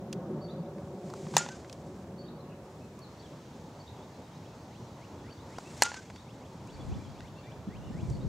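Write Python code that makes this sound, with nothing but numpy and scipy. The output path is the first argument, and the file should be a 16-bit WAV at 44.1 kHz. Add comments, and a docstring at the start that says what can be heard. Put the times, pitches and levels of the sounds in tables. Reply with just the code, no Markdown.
"""A bat cracks a softball off a tee twice on an open field: ringing modes plus bursts of coloured noise.
A wire fence, a ribbed shelter wall and far buildings answer with short tones and dulled copies of the crack.
An aircraft fades over distant traffic, both made of shaped noise; birds whistle and chirp as gliding tones.
Shoes and clothes tick and rustle as noise, and late gusts thump the two microphone ports with low pulses."""
import sys
import numpy as np
from scipy import signal
from scipy.fft import rfft, irfft, next_fast_len
from scipy.io import wavfile
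from scipy.ndimage import uniform_filter1d, map_coordinates

SR = 44100
rng = np.random.default_rng(int(sys.argv[2]) if len(sys.argv) > 2 else 0)


def store_wav(level_fs):
    """Save 16-bit WAV to argv[1]."""
    pcm = np.round(np.clip(np.atleast_2d(level_fs), -1, 1) * 32767)
    wavfile.write(sys.argv[1], SR, pcm.T.astype(np.int16))


N = 365324

# In all tables t60_s is the time in which a sound falls by 60 dB.
# The two bat blows: start_s, barrel_db, overtones_db, shell_ping_db, crack_db, fence_slap_db, fence_ring_db,
# scatter_db, field_tail_db
BLOWS = [(1.3672, -9, -3, 1.5, -15, -17, -20.5, -42.5, -39),
         (5.8214, -9.5, -1, -14, -14.5, -13.5, -38, -40, -38)]
# How alike far noise is at left and right: pitch_hz, likeness (1 = the same)
ALIKE = [(60, 1.0), (180, 1.0), (550, 1), (1650, 0.96), (4970, 0.78), (15000, -0.16)]
# Turns one row into opposite values for left and right
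LEFT_RIGHT = np.array([[1], [-1]])


def amp(db):
    """Gain of a level in dB."""
    return 10 ** (np.asarray(db) / 20)


def unit(x):
    """Scales x to an average strength (rms) of 1."""
    return x / np.sqrt(np.mean(x ** 2) + 1e-20)


def along(points, hz):
    """Reads a curve of (Hz, value) points on a logarithmic pitch axis."""
    f, v = np.transpose(points)
    return np.interp(np.log(hz + 1), np.log(f + 1), v)


def over_time(rows):
    """Turns (s, value) rows into one value per sample."""
    s, values = np.transpose(rows)
    return np.interp(np.arange(N) / SR, s, values)


def wobble(rate, size=N):
    """A smooth random curve through `rate` random points a second."""
    points = rng.standard_normal(int(size * rate / SR) + 4)
    return map_coordinates(points, [np.arange(size) * rate / SR])


def filtered(x, response):
    """Multiplies the spectrum of x by a response to frequency."""
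    m = next_fast_len(x.shape[-1] + 8192)
    spectrum = rfft(x, m) * response(np.fft.rfftfreq(m, 1 / SR))
    return irfft(spectrum, m)[..., :x.shape[-1]]


def add(out, s, x):
    """Mixes x into out from time s."""
    part = out[..., round(s * SR):][..., :x.shape[-1]]
    part += x[..., :part.shape[-1]]


def glide(hz):
    """A sine tone that follows a pitch curve."""
    return np.sin(2 * np.pi * np.cumsum(hz) / SR)


def rush(spectrum, alike, patchy_db):
    """Stereo noise of rms 1 whose gain varies at random in patches of time and pitch."""
    z = signal.stft(rng.standard_normal((2, N)), nperseg=512)[2]
    patches = uniform_filter1d(rng.standard_normal(z.shape[1:]), size=6, axis=0)
    patches = uniform_filter1d(patches, size=14, axis=1)
    noises = signal.istft(z * amp(patchy_db * unit(patches)), nperseg=512)[1][:, :N]

    def mid_side(hz):
        # the less alike the two sides, the more noise goes into their difference
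        turn = np.arccos(np.clip(along(alike, hz), -1, 1)) / 2
        return amp(along(spectrum, hz)) * [np.cos(turn), np.sin(turn)]

    mid, side = filtered(noises, mid_side)
    return unit(np.array([mid + side, mid - side]))


def ring(modes, t):
    """Struck modes die away, each with its own pitch, speed and slightly random level."""
    return sum(amp(db + rng.normal(0, 1.0) - 60 * t / t60) * np.sin(2 * np.pi * hz * t)
               for hz, db, t60 in modes)


def burst(spectrum, t60, t):
    """Coloured noise starts at once and falls by 60 dB in t60 seconds."""
    noise = filtered(rng.standard_normal(len(t)), lambda hz: amp(along(spectrum, hz)))
    return unit(noise) * amp(-60 * t / t60)


def aircraft():
    """A far roar; its copy off the ground arrives late and combs it into bands."""
    # Level before a small wobble: time_s, level_db
    level = [(0, -43.5), (.35, -36), (.8, -43.5), (1.3, -40), (1.6, -46), (1.9, -45), (2.5, -47.5),
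             (3.1, -54.5), (3.6, -66), (8.3, -74.5)]
    # Colour before combing: pitch_hz, relative level_db per Hz
    colour = [(24, -51), (40, -34), (146, 3), (267, -1), (371, -1.5), (458, -5), (567, -4), (2000, -39),
              (2600, -64.5), (4400, -120)]
    roar = rush(colour, ALIKE, patchy_db=2.0)
    ground_gain, ground_delay_s = 0.56, 0.005445
    combed = filtered(roar, lambda hz: 1 + ground_gain * np.exp(-2j * np.pi * hz * ground_delay_s))
    return amp(over_time(level) + 0.63 * wobble(11.4)) * unit(combed)


def traffic():
    """Distant traffic hums as a low, slowly changing noise."""
    # Level before a small wobble: time_s, level_db
    level = [(0, -49.5), (1.4, -49), (1.6, -46), (3, -48), (4, -47), (5, -47), (5.8, -45.5), (6, -48.5),
             (6.5, -45.5), (7.5, -46), (8.3, -46)]
    # Colour: pitch_hz, relative level_db per Hz
    colour = [(15, -68.5), (25, -37), (80, -4.5), (134, -2.5), (318, -9.5), (421, -12.5), (547, -12.5),
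              (724, -16.5), (902, -15.5), (1080, -20.5), (3000, -43.5), (3900, -43), (6600, -120)]
    return amp(over_time(level) + 0.13 * wobble(13.0)) * rush(colour, ALIKE, patchy_db=1.5)


def leaves():
    """Leaves rustle as a noise richer in treble than the traffic, the same at both sides."""
    # Level before a small wobble: time_s, level_db
    level = [(0, -71), (1, -70.5), (1.6, -65), (2.3, -74), (3, -69.5), (3.15, -63.5), (4, -64.5),
             (5, -63.5), (6.3, -65), (6.9, -61.5), (7.6, -65.5), (8.3, -64)]
    # Colour: pitch_hz, relative level_db per Hz
    colour = [(880, -24), (1500, -4.5), (2710, -6.5), (3580, -5), (5980, -5.5), (7240, -8), (9650, -22),
              (12000, -40), (15600, -43), (22000, -120)]
    return amp(over_time(level) + 0.21 * wobble(13)) * rush(colour, [(3000, 1.0)], patchy_db=1.0)


def movement():
    """Gain of the cloth noise: each swing, the small rustles and a resting level."""
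    # Stride, swish and follow-through: time_from_blow_s, level_db
    swing = [(-.42, -84.5), (-.3, -63), (-.07, -58.5), (0, -47), (.15, -60), (.45, -71), (.85, -86)]
    # Small rustles: middle_s, time_to_fall_12_db_s, level_db
    small_rustles = [(.87, 0.2, -70), (1.95, 0.16, -71), (2.8, .2, -68.5), (3.4, 1.8, -79), (6.9, 0.3, -69),
                     (8.1, 0.23, -63.5)]
    rest_db = -83.5
    t = np.arange(N) / SR
    s, db = np.transpose(swing)
    swings = sum(amp(np.interp(t - blow[0], s, db, -120, -120)) for blow in BLOWS)
    rustles = sum(amp(db - 12 * abs(t - s) / fall) for s, fall, db in small_rustles)
    return swings + amp(rest_db) + rustles


def cloth():
    """Moving clothes make a flickering noise, the same at both sides."""
    # Colour: pitch_hz, relative level_db per Hz
    colour = [(880, -29), (1500, -2), (1700, -3), (2130, 2), (2750, -4.5), (2980, -3), (7420, 0.5),
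              (13000, -25)]
    return movement() * amp(1.6 * wobble(70)) * rush(colour, [(3000, 1.0)], patchy_db=0.0)


def ticks():
    """Shoes, grip and clothes touch: short dry noise bursts, each with its own colour."""
    # Contacts: start_s, level_db before the soft start, middle_over_low_db, high_over_low_db, t60_s
    contacts = [(0.127, -29.5, 2, 6.5, 0.025), (0.782, -39.5, -21, -22, .017),
                (1.099, -40.5, -17.5, -14, 0.036), (1.137, -27, -24.5, -16, 0.014),
                (1.267, -35, -10, -27, .016), (1.338, -37.5, -14.5, -21, 0.084),
                (1.645, -43, -1.5, -18, 0.029), (1.696, -36.5, 14.5, 10, 0.019), (1.727, -34, 2, 9.5, .018),
                (2.99, -41.5, -32, -6, 0.014), (5.584, -21.5, -29, -23.5, .014),
                (5.675, -39, -11.5, -9, .014), (5.776, -39, -23.5, -10, .025),
                (6.1, -36.5, -11, -22, 0.027), (6.159, -42.5, -3, -10, 0.037), (6.673, -46, -30, 7, 0.013),
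                (7.205, -35.5, -1.5, -15, .014), (8.099, -42, -22.5, -7, .02)]
    out, t = np.zeros(N), np.arange(SR // 10) / SR
    soft_start = 1 - np.exp(-t / 0.0013)
    for s, db, middle_db, high_db, t60 in contacts:
        colour = [(250, -18), (900, 0), (2500, middle_db), (6000, high_db), (13000, high_db - 23.0)]
        add(out, s, amp(db) * burst(colour, t60, t) * soft_start)
    return out


def bat_blow(t, barrel_db, over_db, ping_db, crack_db):
    """The hit rings the barrel and its shell, and cracks as short noise bursts."""
    # Ringing modes of barrel, overtones and shell: pitch_hz, relative level_db, t60_s
    barrel = [(600, -12, .014), (838, -12, .09), (900, 0, .016), (967, -14, .05)]
    overtones = [(1450, -37.5, 0.04), (1750, -5.5, 0.0069), (2820, -2.5, 0.011), (4310, -4, 0.019),
                 (10400, -3, 0.0019)]
    ping = [(3630, -8, .012), (5400, -6, .01), (6200, 0, .014)]
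    # Colour of the crack: pitch_hz, relative level_db per Hz
    crack = [(240, -23), (400, -40), (921, -18), (1270, -8), (1900, 0), (2150, -8), (2800, -10.5),
             (3260, -11), (6150, -4), (16000, -36)]
    # all modes start together downwards; overtones and ping are set against the barrel
    modes = ring(barrel, t) + amp(over_db) * ring(overtones, t) + amp(ping_db) * ring(ping, t)
    cracks = burst(crack, 0.029, t) + amp(-3) * burst(crack, 0.045, t)
    first_touch = burst([(3000, -14), (9000, 10), (15000, -8.0)], 0.002, t)
    blow = -amp(barrel_db) * modes + amp(crack_db) * cracks + amp(crack_db - 0.5) * first_touch
    blow = blow * (1 - np.exp(-t / 0.000048))
    # the blow carries little bass
    return filtered(blow, lambda hz: (1j * hz / (1j * hz + 300)) ** 2)


def field_tail():
    """Scattered answers of the whole field; each frequency dies at its own speed."""
    # Colour of the tail: pitch_hz, relative level_db per Hz
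    colour = [(350, -43), (600, -22), (834, -16), (1270, -19), (1410, -14.5), (1530, -19.5), (3950, -21),
              (6960, -18), (12900, -44), (14000, -53.5)]
    # How fast it dies: pitch_hz, t60_s
    decay = [(400, 0.11), (1400, 0.5), (4000, 0.42), (7000, 0.48), (12000, 0.14)]
    noise = rng.standard_normal(SR) + 0.21 * rng.standard_normal((2, SR))  # nearly alike left and right
    hz, t, z = signal.stft(noise, SR, nperseg=256)
    z = z * amp(along(colour, hz)[:, None] - 60 * t / along(decay, hz)[:, None])
    tail = signal.istft(z, SR, nperseg=256)[1]
    return tail / np.std(tail[:, :SR // 10])


def wire_fence(t, slap_db, mesh_db):
    """A fence answers with a short slap and tones sent back by its evenly spaced wires."""
    # Tones of the wires: pitch_hz, relative level_db, t60_s
    wires = [(6970, 1, 0.072), (7540, -4, 0.047), (7720, -7, 0.023), (8700, -6, 0.02)]
    slap = amp(slap_db) * ring([(7300, 6.5, 0.0091), (8260, 3.0, 0.0076), (8600, -1, 0.0077)], t)
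    mesh = amp(mesh_db + 1.5 * wobble(200, size=len(t))) * ring(wires, t)
    return (slap + mesh) * (1 - np.exp(-t / .0003))


def far_answers(blow, scatter_db):
    """Buildings and scattered things return copies of the blow with less treble."""
    # Clear echoes: delay_s, level_db (varied a little at random), treble_limit_hz
    echoes = [(.0053, -13.5, 2500), (0.0127, -21.5, 5970), (.041, -20, 3000), (.054, -31, 5030),
              (.071, -40, 6000), (.0955, -17.5, 2800), (0.121, -23, 7000)]

    def dulled(top_hz):
        # air and rough walls eat treble
        return filtered(blow, lambda hz: 1 / (1 + 1j * hz / top_hz) ** 2)

    out = np.zeros((2, SR))
    for delay, db, top_hz in echoes:
        add(out, delay, amp(db + rng.normal(0, 1)) * dulled(top_hz))
    far = dulled(6000)
    for late, size, pan in rng.random((40, 3)):  # posts, cars and roofs all round
        db = scatter_db + 10 * size - 16.8 * late  # later answers are weaker
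        add(out, 0.0046 + 0.28 * late, amp(db + 2 * (pan - 1 / 2) * LEFT_RIGHT) * far)
    return out


def bat():
    """Each blow sounds first, then fence, buildings and field answer with their own delays."""
    out, t = np.zeros((2, N)), np.arange(SR // 5) / SR
    for s, barrel_db, over_db, ping_db, crack_db, slap_db, mesh_db, scatter_db, tail_db in BLOWS:
        blow = bat_blow(t, barrel_db, over_db, ping_db, crack_db)
        add(out, s, blow)
        add(out, s + .0131, wire_fence(t, slap_db, mesh_db))
        add(out, s, far_answers(blow, scatter_db))
        clumps = amp(tail_db + 3.2 * wobble(82.2, size=SR))  # answers come in clumps
        add(out, s + 0.0043, clumps * field_tail()[:, :SR])
    return out


def ribbed_wall():
    """Evenly spaced ribs return each crack as short tones of changing pitch and level."""
    # Near and far stretch of ribs, used after both blows: delay_s, pitch_hz, relative level_db
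    stretches = [
        [(.008, 1380, -40), (.024, 1385, -40), (.04, 1410, -33), (.082, 1428, -45.5), (.098, 1414, -51)],
        [(.128, 1480, -52), (.15, 1550, -45.5), (.167, 1540, -50), (.184, 1540, -56)],
    ]
    # Added to those levels, one value per blow: level_db
    blow_levels = [1, 4.5]
    out = np.zeros(N)
    for (blow_s, *_), blow_db in zip(BLOWS, blow_levels):
        for rows in stretches:
            s, hz, db = np.transpose(rows)
            t = np.arange(s[0], s[-1], 1 / SR)
            tone = glide(np.interp(t, s, hz)) * signal.windows.tukey(len(t), .15)
            level = np.interp(t, s, db) + blow_db + 1.3 * wobble(138, size=len(t))
            add(out, blow_s + s[0], amp(level) * tone)
    return out


def widened(x):
    """The body around the microphones scatters treble unevenly to the two ports."""
    # Share of a near sound that differs left and right: pitch_hz, level_db
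    width = [(600, -42), (2500, -26), (6000, -18), (10000, -9), (14000, -8)]
    t = np.arange(SR // 50) / SR
    scatter = rng.standard_normal(len(t)) * amp(-60 * t / 0.025)
    side = signal.fftconvolve(x.mean(0), scatter / np.linalg.norm(scatter))[:N]
    side = filtered(side, lambda hz: amp(along(width, hz)))
    return x + [side, -side]


def echoed(x, db, t60):
    """Adds a wash of echoes from trees and one clear answer from a house wall."""
    t = np.arange(SR // 3) / SR
    echo = rng.standard_normal((2, len(t))) * amp(-60 * t / t60)
    wash = signal.fftconvolve(x[None], echo / np.linalg.norm(echo[0]), axes=1)[:, :N]
    wall = amp(-14.0) * np.pad(x, (round(.16 * SR), 0))[:N]
    return x + wall + amp(db) * wash


def pairs():
    """Notes of a two-note call: a high level note, then a lower one that rises."""
    # Calls: start_s, first_length_s, first_level_db, second_starts_after_s, second_level_db
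    calls = [(.406, 0.07, -58, 0.073, -57), (2.177, 0.048, -56, .081, -61),
             (3.793, 0.03, -56.5, 0.067, -59), (5.298, .039, -58, 0.076, -63),
             (6.131, 0.048, -60, 0.036, -57), (8.12, .044, -60, 0.078, -62)]
    notes = []
    for s, length, db, gap, second_db in calls:
        # each note: start s, length s, pitch Hz, bend Hz, level dB
        notes.append((s, length, 4550, -60, db))
        notes.append((s + gap, .048, 3580, 935, second_db))
    return notes


def chatter():
    """Notes of a far flock: faint chirps at random moments."""
    when, long, pitch, bend, size = rng.random((45, 5)).T
    hz = 2500 + 2200 * pitch
    bend_hz = hz * 0.17 * (bend - 1 / 2)
    return np.transpose([2.2 + 6 * when, 0.0194 + 0.039 * long, hz, bend_hz, -73 + 6 * size])


def chirps(notes, warble):
    """Hoarse notes scooped at the start, bending late and warbling the more, the wider they bend."""
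    out = np.zeros(N)
    for s, length, pitch_hz, bend_hz, db in notes:
        u = np.arange(round(length * SR)) / (length * SR)  # 0 to 1 along the note
        scooped = pitch_hz * (1 - 0.113 * np.exp(-u / 0.081))
        shake = (40 + warble * abs(bend_hz)) * wobble(225.0, size=len(u))
        swell = np.sin(np.pi * u) ** .55 * amp(3.5 * wobble(200, size=len(u)))
        add(out, s, amp(db) * swell * glide(scooped + bend_hz * u ** 3 + shake))
    return echoed(out, db=-1.5, t60=0.47)


def whistles():
    """Clear notes that climb ever faster, swell, flick up and hold the top for a moment."""
    # Notes: start_s, climb_s, start_hz, top_hz, level_db before the swell
    notes = [(4.414, .047, 1990, 3300, -62), (4.703, 0.058, 1920, 3200, -61),
             (4.975, .078, 1820, 3000, -58.5), (5.227, 0.082, 1760, 3070, -56.5),
             (5.459, .115, 1700, 3360, -58.5), (6.014, 0.07, 1900, 3330, -61),
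             (6.253, 0.057, 2010, 3450, -57.5), (6.407, .051, 2080, 3450, -59),
             (6.666, .038, 2210, 3450, -56.5), (6.898, 0.047, 2260, 3500, -57),
             (7.137, .055, 2080, 3480, -59), (7.205, 0.079, 1780, 3370, -57.5),
             (7.425, 0.1, 1720, 3450, -57), (7.685, 0.084, 1760, 3160, -56),
             (7.914, 0.1, 1710, 3380, -55.5)]
    flick_s, hold_s = 0.027, 0.011  # a shorter flick makes the end of the climb steeper
    out = np.zeros(N)
    for s, climb, start_hz, top_hz, db in notes:
        t = np.arange(round((climb + hold_s) * SR)) / SR
        steep = 1 / (np.maximum(climb - t, 0) + flick_s)
        hz = start_hz + (top_hz - start_hz) * (steep - steep[0]) / (steep[-1] - steep[0])
        u = t / (climb + hold_s)
        swell_db = 8.3 * (u - 1) - 3.4 * u ** 8 + 1.9 * wobble(147, size=len(t))
        add(out, s, amp(db + swell_db) * signal.windows.tukey(len(t), .25) * glide(hz))
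    return echoed(out, db=-10, t60=.3)


def gusts():
    """Wind on the ports: lumpy buffeting, partly unlike from side to side, and single low thumps."""
    # Level of the buffeting: time_s, level_db
    wind = [(6.6, -65), (6.78, -47), (6.93, -35.5), (7.05, -48), (7.5, -62.5), (7.75, -46), (7.95, -39),
            (8.28, -33)]
    # Its colour: pitch_hz, relative level_db per Hz
    colour = [(15, -42), (30, -16), (50, -4.5), (110, -2.5), (160, -6), (410, -21.5), (900, -37),
              (1500, -94)]
    # Single thumps: middle_s, level_db, pitch_hz, left_minus_right_db
    thumps = [(6.898, -29, 126, 1), (6.925, -30, 104, 9.5), (6.968, -33, 172, -9), (7.677, -31, 207, -2),
              (7.688, -30, 207, 0), (7.91, -33, 220, 0), (7.955, -29, 150, 4), (8.035, -27, 170, 5),
              (8.084, -33, 75, -6), (8.118, -25, 125, 5), (8.25, -28.5, 150, 2), (8.275, -33, 60, 2.5)]
    thump_cycles = 1.1  # width of a thump in cycles of its pitch
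    lumps = amp(3.4 * np.array([wobble(25), wobble(25)]))
    level = np.interp(np.arange(N) / SR, *np.transpose(wind), left=-120)
    out = amp(level) * unit(lumps * rush(colour, [(100, 0.51)], patchy_db=0.0))
    t = np.arange(-SR // 20, SR // 20) / SR
    for (s, db, hz, pan_db), (phase, skew) in zip(thumps, rng.random((len(thumps), 2))):
        turn = 2 * np.pi * (hz * t + phase) + LEFT_RIGHT * 1.37 * skew
        hump = np.exp(-(t * hz / thump_cycles) ** 2)
        add(out, s + t[0], amp(db + pan_db * LEFT_RIGHT / 2) * hump * np.sin(turn))
    return out


def scene():
    """All sources meet at the microphones."""
    # Single hoarse chirps: start_s, length_s, pitch_hz, bend_hz, level_db
    single_chirps = [(2.8, 0.068, 2600, -40, -68.5), (3.013, .044, 4520, -1100, -55.5),
                     (3.192, 0.032, 4600, -300, -62), (3.229, .043, 3500, -430, -63.5),
                     (4.019, .028, 3650, 100, -64), (5.65, 0.037, 2620, -40, -57),
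                     (6.715, .054, 4600, -91, -65), (6.76, 0.024, 2310, 320, -61),
                     (6.788, 0.042, 3440, -12, -59), (6.984, 0.043, 2350, 66, -60),
                     (7.035, 0.028, 3400, -190, -61), (7.358, 0.057, 2770, -10, -63),
                     (7.376, .031, 4400, 160, -63), (7.427, .041, 3630, -350, -63),
                     (7.41, 0.15, 2380, -40, -65), (7.816, 0.089, 2950, -310, -64),
                     (7.997, 0.12, 2410, -380, -67)]
    background = aircraft() + traffic() + leaves() + cloth()
    near = widened(ticks() + bat() + ribbed_wall())
    song = chirps(single_chirps + pairs(), warble=0.095) + chirps(chatter(), warble=0.293) + whistles()
    return background + near + song + gusts()


def record(dry):
    """Adds hiss partly opposite left and right; loud blows pull the gain down; a band limit cuts the top."""
    # Colour of the microphone noise: pitch_hz, relative level_db per Hz
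    hiss = [(2000, -1.5), (8000, -11), (15000, -13)]
    top_hz = 15750
    # the stereo matrix gives the hiss negative likeness
    opposite = [(3000, -0.35), (9000, -0.57), (13000, -0.31)]
    heard = dry + amp(-64.5) * rush(hiss, opposite, patchy_db=-0.5)
    # energy of the last moments, forgotten over about 0.3 s
    recent = signal.lfilter([1 / SR], [1, -np.exp(-1 / (SR * .3))], heard.mean(0) ** 2)
    heard = heard * amp(-5 * recent / (recent + 0.00022))  # at most 5 dB down
    return filtered(heard, lambda hz: np.clip((top_hz - hz) / 300 + 1 / 2, 0, 1))


dry = scene()
out = record(dry)
store_wav(out)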